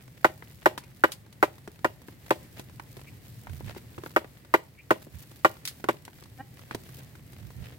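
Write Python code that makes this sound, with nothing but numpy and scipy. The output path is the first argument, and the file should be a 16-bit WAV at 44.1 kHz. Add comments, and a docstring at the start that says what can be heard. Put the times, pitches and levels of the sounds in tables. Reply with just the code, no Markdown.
"""Outdoors on wet ground, over a low rumble and thin hiss, hands pick and trim a garlic bulb above a
big leaf; its dry skins rustle. From 0.2 s sharp pops, most likely heavy drips on a taut cover, land
close to the microphone about every 0.4 s. The knife nicks and clicks, drops splat on the leaf and a
distant bird chirps. The pops pause from 2.3 to 4.2 s, while scrapes and soft buffets of air come in,
and end at 5.9 s. One far cluck follows at 6.4 s, then the last clicks, scrapes and buffets."""
import sys
import numpy as np
from scipy import signal
from scipy.fft import rfft, irfft, next_fast_len
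from scipy.io import wavfile
from scipy.ndimage import uniform_filter1d, map_coordinates

SR = 44100
rng = np.random.default_rng(int(sys.argv[2]) if len(sys.argv) > 2 else 0)


def digitize_waveform(pressure):
    """Quantize a signal to 16-bit integers and store it at the path in sys.argv[1].

    Rows of a 2-D input are taken as channels; values are limited to [-1, 1].
    """
    field = np.atleast_2d(pressure).T
    bounded = np.clip(field, -1, 1)
    quanta = np.round(bounded * 32767).astype(np.int16)
    wavfile.write(sys.argv[1], SR, quanta)


N = 343098
TIME = np.arange(N) / SR
T = np.arange(SR // 5) / SR  # seconds into one short event


def amp(db):
    """Decibels to gain."""
    return 10 ** (np.asarray(db) / 20)


def unit(x):
    """x at rms 1."""
    return x / np.sqrt(np.mean(x ** 2) + 1e-20)


def brief(x, span):
    """x with the energy of span seconds at rms 1."""
    return unit(x) * np.sqrt(span * SR / x.shape[-1])


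def fade(t60):
    """An exponential decay, 60 dB down after t60 seconds."""
    return np.exp(-np.log(1000) * T / t60)


def swell(s, half_width):
    """A bell-shaped rise and fall around time s."""
    return np.exp(-np.minimum(((TIME - s) / half_width) ** 2, 40))


def along(points, hz):
    """Interpolate (Hz, value) points on a log axis."""
    f, v = np.transpose(points)
    return np.interp(np.log(hz + 1), np.log(f + 1), v)


def wobble(rate):
    """A smooth random curve, rate knots a second."""
    return map_coordinates(rng.standard_normal(int(N * rate / SR) + 4), [TIME * rate])


def glide(s, hz, bend):
    """Phase of a tone that passes hz at time s, rising by bend * hz a second."""
    return 2 * np.pi * hz * (TIME - s) * (1 + bend * (TIME - s) / 2)


def filtered(x, response):
    """x times a response of frequency."""
    size = next_fast_len(x.shape[-1] + SR // 10)
    hz = np.fft.rfftfreq(size, 1 / SR)
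    return irfft(rfft(x, size) * response(hz), size)[..., :x.shape[-1]]


def add(track, s, sound):
    """Mix a sound into a track at time s."""
    start = round(s * SR)
    track[:, start:start + sound.shape[-1]] += sound[:, :N - start]


# likeness of the left and right microphones: f/Hz, correlation
MIC_LIKENESS = [(30, 1), (120, 0.88), (400, 0.7), (1500, 0.052), (4000, 0.045), (12000, .05)]
def noise(spectrum, size=N):
    """Coloured stereo noise of rms 1, alike in the bass and unrelated in the treble."""
    def mid_and_side(hz):
        angle = np.arccos(along(MIC_LIKENESS, hz)) / 2
        return amp(along(spectrum, hz)) * [np.cos(angle), np.sin(angle)]
    mid, side = filtered(rng.standard_normal((2, size)), mid_and_side)
    return unit(np.array([mid + side, mid - side]))


def burst(spectrum, t60, span, grain_db):
    """A puff of coloured noise with a sharp start, broken into tiny cracks."""
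    cracks = amp(grain_db * unit(uniform_filter1d(rng.standard_normal(len(T)), size=36)))
    attack = 1 - np.exp(-T / .00021)
    return brief(noise(spectrum, len(T)) * cracks * fade(t60) * attack, span)


def crackle(spectrum, per_s, spread_db, t60):
    """Tiny breaks at random moments, their sizes scattered by spread_db; rms 1."""
    moments = rng.random(N) < per_s / SR
    sizes = amp(spread_db * np.minimum(rng.exponential(size=N), 3))
    return unit(signal.fftconvolve(moments * sizes, fade(t60))[:N] * noise(spectrum))


# slow drift of the background rumble: t/s, level/dB
RUMBLE_DRIFT = [(0.0, -56), (0.84, -54.5), (1.21, -56), (3.1, -52), (3.66, -49.5), (4.48, -57.5),
                (7.78, -50.5)]
# its spectrum: f/Hz, level/dB
RUMBLE_SPECTRUM = [(20, -41), (40, -24.5), (60, -7), (90, -3.5), (125, 1.5), (170, -7.5), (260, -14.5),
                   (400, -28.5), (900, -42), (3000, -81)]
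def rumble(gain_db=2.5):
    """The low rumble of the open air, behind everything."""
    drift_db = np.interp(TIME, *np.transpose(RUMBLE_DRIFT))
    return amp(drift_db + gain_db) * noise(RUMBLE_SPECTRUM)


# how busily the fingers work the bulb: t/s, level/dB
FINGER_EFFORT = [(0.0, -67.5), (0.35, -65), (1.13, -66.5), (1.28, -68.5), (1.43, -66), (1.97, -67.5),
                 (2.42, -60.5), (2.64, -65), (3.36, -62.5), (4.03, -63), (4.75, -68.5), (5.41, -63.5),
                 (5.7, -63.5), (6.13, -66), (6.93, -62), (7.15, -65), (7.43, -64), (7.78, -64)]
# spectra of papery skin, finger contact, thin hiss, and rubbing or air: f/Hz, level/dB
SKIN_SPECTRUM = [(600, -20), (2000, -2), (4500, 0), (7000, -2), (10000, -1.5), (13000, 2), (15500, 2)]
CONTACT_SPECTRUM = [(200, -8.5), (500, 4.5), (1000, -5.5), (1800, -1), (3000, -4), (5000, -12), (8000, -22),
                    (16000, -21)]
HISS_SPECTRUM = [(800, -20), (2500, 0), (4500, 1.5), (6200, -2.5), (8000, -.5), (10000, -2.5), (13000, 0),
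                 (15500, -.5)]
RUB_AIR_SPECTRUM = [(120, -5), (300, 5), (550, -2), (900, -7.5), (1400, -9.5), (1950, -4), (2600, -11.5),
                    (4000, -21), (8000, -36)]
def rustle(skin_db=1, hiss_db=3, rub_db=2.5, tap_db=-3, air_db=-66, crinkle_growth=1.3):
    """Busier fingers rub, tap and crinkle the skins more; the crinkles come in clumps over a hiss."""
    effort_db = np.interp(TIME, *np.transpose(FINGER_EFFORT))
    clumps_db = 3.5 * wobble(14)
    grip_db = effort_db.mean() + crinkle_growth * (effort_db - effort_db.mean()) + clumps_db
    crinkles = amp(grip_db + skin_db) * crackle(SKIN_SPECTRUM, per_s=220, spread_db=4.5, t60=.013)
    taps = amp(grip_db + tap_db) * crackle(CONTACT_SPECTRUM, per_s=35, spread_db=4, t60=.02)
    hiss = amp(effort_db + hiss_db + 1.3 * wobble(35)) * noise(HISS_SPECTRUM)
    rubbing = amp(effort_db + rub_db + 1.5 * wobble(25)) * noise(RUB_AIR_SPECTRUM)
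    air = amp(air_db) * noise(RUB_AIR_SPECTRUM)
    return crinkles + taps + hiss + rubbing + air


# drips close to the microphone: t/s, slap f/Hz, level/dB, treble lift/dB, thump level/dB
COVER_DRIPS = [(0.2446, 1450, -20.5, 2.5, -33.5), (0.658, 1486, -20, -.5, -35),
               (1.0373, 1503, -22.5, 6, -37), (1.4267, 1400, -22, 2, -37), (1.8452, 930, -26.5, 5, -34.5),
               (2.3063, 1450, -22.5, -6, -33.5), (4.1622, 1400, -24, 2.5, -38),
               (4.539, 1097, -22, 6.5, -35), (4.9061, 1350, -22.5, 1, -31), (5.4472, 1180, -20.5, 5, -37),
               (5.8866, 1126, -26, 1, -34.5)]
# modes of the taut cover: f/Hz, relative level/dB, t60/s, left minus right/dB
COVER_MODES = [(125.3, -7.5, 0.048, -0.5), (228, -7.5, 0.082, 0), (289.4, -10, 0.07, 3.5),
               (334.2, -3, 0.046, -2), (411, -5.5, 0.041, -1), (527, -6, 0.043, 5.5),
               (613, -3.5, 0.046, -1), (779, -5.5, 0.027, 7), (876, -4.5, 0.032, -8.5),
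               (1005.6, -6.5, 0.044, 10), (1118, -11, 0.027, -7), (1216, -13.5, 0.039, -13.5),
               (1421, -10.5, 0.042, -3), (1568, -12.5, 0.041, 2), (1826, -9.5, 0.019, -4.5),
               (1948, -10.5, 0.024, 9), (2117, -14.5, 0.02, 6.5), (2370, -18, 0.039, 6.5),
               (2870, -25, 0.057, -8.5)]
# spectra of the spray and of any crisp crack: f/Hz, level/dB
SPRAY_SPECTRUM = [(200, -35), (700, -3.5), (1800, 15), (2600, 11), (4000, 4.5), (6000, -2), (8000, -1.5),
                  (10000, -5), (14000, -1.5), (17000, -9)]
CRISP_SPECTRUM = [(800, -19), (2200, 2.5), (4000, 3.5), (7000, -1.5), (12000, -2.5), (16000, -9)]
def drips(span=.026, return_s=.0053, return_db=-10, spray_db=-8.5, crack_db=-23, lag_s=.0002):
    """Each drip slaps one spot; the wave returns from the rim and fills the modes as spray flies."""
    cover, spray = np.zeros((2, N)), np.zeros((2, N))
    sides = np.array([[.5], [-.5]])
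    contact = (1 - np.exp(-T / .0004)) * np.exp(-np.minimum(T / .0028, 4) ** 3)
    filling = (1 - np.exp(-T / .0048)) ** 2
    for s, slap_hz, drip_db, lift_db, thump_db in COVER_DRIPS:
        strength = [(285, thump_db), (300, drip_db), (950, drip_db), (1450, drip_db + lift_db)]
        slap = amp(along(strength, slap_hz) - 2) * brief(np.sin(2 * np.pi * slap_hz * T) * contact, span)
        for trip in range(3):
            add(cover, s + trip * return_s, amp(trip * return_db) * slap[None])
        for hz, db, t60, pan_db in COVER_MODES:
            scatter_db, detune, phase = rng.standard_normal(3) * [1.3, .014, 1.7]
            # the modes fall roughly into step when the wave comes back to the struck spot
            ring = np.cos(2 * np.pi * hz * (1 + detune) * (T - return_s) + phase)
            mode_db = along(strength, hz) + db - 1.5 + scatter_db + sides * pan_db
            add(cover, s, amp(mode_db) * brief(ring * fade(t60) * filling, span))
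        add(spray, s, amp(drip_db + spray_db) * burst(SPRAY_SPECTRUM, .08, span, grain_db=3))
        add(spray, s, amp(drip_db + crack_db) * burst(CRISP_SPECTRUM, .018, span, grain_db=3.5))
    # the cover lies to the right, so the left microphone hears it later
    return filtered(cover, lambda hz: np.exp(-2j * np.pi * hz * [[lag_s], [0]])) + spray


# decay of the surroundings: f/Hz, t60/s
YARD_DECAY = [(200, 0.21), (700, 0.34), (2000, 0.22), (6000, 0.23), (14000, 0.29)]
def yard(x, block=SR // 3):
    """A short diffuse echo around the microphone, its tail drawn afresh for each block."""
    out = np.zeros((2, N))
    for start in range(0, N, block):
        hz, t, bands = signal.stft(rng.standard_normal((2, block)), SR, nperseg=256)
        decay = amp(-60 * t / along(YARD_DECAY, hz)[:, None])
        build_up = 1 - np.exp(-t / .0055)
        _, tail = signal.istft(bands * decay * build_up, SR, nperseg=256)
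        tail /= np.linalg.norm(tail[0])
        add(out, start / SR, signal.fftconvolve(x[:, start:start + block], tail, axes=1))
    return out


def wall(x, delay_s=.05):
    """A far surface returns each pop once, dull and faint."""
    reflection = [(300, -29.5), (650, -28), (1200, -41), (3000, -42)]  # f/Hz, level/dB
    return filtered(x, lambda hz: amp(along(reflection, hz)) * np.exp(-2j * np.pi * hz * delay_s))


# spectra of the knocked bulb and the clicking blade: f/Hz, level/dB
BULB_SPECTRUM = [(30, -23), (80, -6), (200, -1.5), (350, 4.5), (600, -10), (1000, -13), (2500, -57.5)]
BLADE_SPECTRUM = [(300, -23.5), (650, -6.5), (950, 5.5), (1200, -2), (1450, 1), (2200, -5.5), (4000, -20.5),
                  (9000, -46)]
def click(knock_db, blade_db, crisp_db, span=.014):
    """A dull knock of the bulb, a click of the blade and the crisp break of dry skin."""
    return (amp(knock_db) * burst(BULB_SPECTRUM, .041, span, grain_db=-.5)
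            + amp(blade_db) * burst(BLADE_SPECTRUM, .028, span, grain_db=.5)
            + amp(crisp_db) * burst(CRISP_SPECTRUM, .039, span, grain_db=1))


# clear nicks, farther off than the cover: t/s, knock level/dB, blade level/dB, crisp level/dB
KNIFE_NICKS = [(0.4236, -52, -45.5, -66.5), (.777, -44, -36.5, -42.5), (1.3267, -71, -63, -55),
               (1.6756, -40, -48, -52.5), (2.0834, -43.5, -50.5, -58.5), (2.595, -41, -61, -45.5),
               (2.7967, -52, -40, -53.5), (2.968, -45.5, -53, -53), (3.47, -70, -43.5, -67.5),
               (3.6073, -43, -51, -71), (3.7626, -40, -52.5, -65), (3.9797, -37.5, -46, -70.5),
               (4.036, -40, -44, -54), (4.0613, -41.5, -41.5, -55), (4.2443, -45, -49, -65),
               (5.068, -46.5, -65, -71), (5.8413, -32.5, -35, -46), (6.051, -70, -60, -48),
               (6.0792, -49, -47.5, -61), (6.237, -72, -72, -53.5), (6.71, -41.5, -36.5, -52),
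               (6.747, -32, -40, -40)]
def trimming(ticks_per_s=4, over_effort_db=(7.5, 7.5, 5), spread_db=1.5):
    """Knife and fingers click on the bulb; small stray ticks grow with the fingers' effort."""
    out = np.zeros((2, N))
    for s, *levels_db in KNIFE_NICKS:
        add(out, s, click(*levels_db))
    for slot in range(int(ticks_per_s * N / SR)):
        s = (slot + rng.random()) / ticks_per_s
        effort_db = np.interp(s, *np.transpose(FINGER_EFFORT))
        levels_db = effort_db + np.array(over_effort_db) + spread_db * rng.standard_normal(3)
        add(out, s, click(*levels_db))
    return out


# drops on the leaf below the hands: t/s, level/dB, t60/s
LEAF_DROPS = [(0.7782, -42, 0.084), (1.119, -35, 0.08), (5.6522, -32.5, 0.066), (5.6749, -31, 0.09)]
# their spectrum: f/Hz, level/dB
SPLAT_SPECTRUM = [(500, -23), (1400, -1), (2200, 2.5), (3200, 3), (4500, 7), (6000, 0.5), (10000, 2),
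                  (16000, -3)]
def splats(span=.0125):
    """Drops shatter on the wet leaf: a bright puff with a quick tick just inside its start."""
    out = np.zeros((2, N))
    for s, db, t60 in LEAF_DROPS:
        add(out, s, amp(db - .5) * burst(SPLAT_SPECTRUM, t60, span, grain_db=1.5))
        add(out, s + .00098, amp(db - 9.5) * burst(CRISP_SPECTRUM, .008, span, grain_db=-7))
    return out


# distant chirps: t/s, f/Hz, level/dB
BIRD_CHIRPS = [(.842, 2360, -56), (3.083, 2370, -51), (4.796, 2340, -49)]
# harmonics of the cluck: multiple, relative level/dB
CLUCK_HARMONICS = [(1, -3.5), (2, -12), (3, 1), (4, -13.5), (5, -15), (6, -9), (7, -7.5), (9, -21),
                   (11, -19)]
def bird(cluck_s=6.405, cluck_hz=264, cluck_db=-39, flutter_db=3):
    """Far off, tiny rising chirps and one nasal cluck that bends upward; both flutter a little."""
    rasp = 1.1 * wobble(900)
    chirps = sum(amp(db) * swell(s, .015) * np.sin(glide(s, hz, bend=3) + rasp)
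                 for s, hz, db in BIRD_CHIRPS)
    phase = glide(cluck_s, cluck_hz, bend=2.7)
    voice = sum(amp(db) * np.cos(k * phase + rng.standard_normal()) for k, db in CLUCK_HARMONICS)
    cluck = amp(cluck_db) * swell(cluck_s, .012) * voice
    flutter = amp(flutter_db * np.array([wobble(300), wobble(280)]))
    return (chirps + cluck) * flutter


# longer strokes over the bulb: t/s, half-width/s, scrape level/dB, peel level/dB
SCRAPE_STROKES = [(2.588, 0.026, -48, -54), (3.271, .022, -57.5, -50.5), (3.696, 0.025, -44.5, -57.5),
                  (3.779, 0.016, -48, -53), (5.026, 0.027, -74, -54), (5.203, 0.052, -60.5, -51),
                  (6.72, .03, -50, -63.5), (6.978, 0.095, -57.5, -50.5), (7.668, 0.063, -50, -63)]
def scrapes():
    """Blade and fingers drag over the bulb and peel off dry skin."""
    drag = sum(amp(db) * swell(s, width) for s, width, db, _ in SCRAPE_STROKES)
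    peel = sum(amp(db) * swell(s, width) for s, width, _, db in SCRAPE_STROKES)
    return (drag * crackle(CONTACT_SPECTRUM, per_s=1700, spread_db=8.5, t60=.012)
            + peel * crackle(SKIN_SPECTRUM, per_s=350, spread_db=0, t60=.012))


# puffs of air at the microphone: t/s, half-width/s, level/dB
AIR_BUFFETS = [(3.519, 0.043, -36.5), (3.661, 0.053, -35.5), (5.157, 0.037, -40.5), (7.464, .06, -40.5),
               (7.606, .032, -32.5)]
def buffets(left_db=-13):
    """Soft low buffets of air, mostly on the right microphone port."""
    spectrum = [(20, -28), (45, -12), (80, 6), (130, 1), (220, -12.5), (600, -53)]  # f/Hz, level/dB
    puffs = sum(amp(db) * swell(s, width) for s, width, db in AIR_BUFFETS)
    return puffs * amp([[left_db], [0]]) * noise(spectrum)


def scene():
    """Near pops, farther small sounds and the distant bird share one echo; the rest stays dry."""
    near, farther, distant = drips(), trimming() + splats(), bird()
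    pop_send = [(300, -20.5), (1500, -29), (3000, -14), (8000, -14)]  # f/Hz, level/dB
    sent_pops = filtered(near, lambda hz: amp(along(pop_send, hz)))
    echo = yard(sent_pops + amp(-16.5) * farther + amp(-13) * distant)
    return near + wall(near) + farther + distant + echo + rustle() + scrapes() + rumble() + buffets()


def record(dry, top_hz=16000):
    """The recorder rounds off the highest peaks and keeps nothing above its band limit."""
    rounded = dry / (1 + np.abs(dry) ** 8) ** (1 / 8)
    return filtered(rounded, lambda hz: hz < top_hz)


dry = scene()
out = record(dry)
digitize_waveform(out)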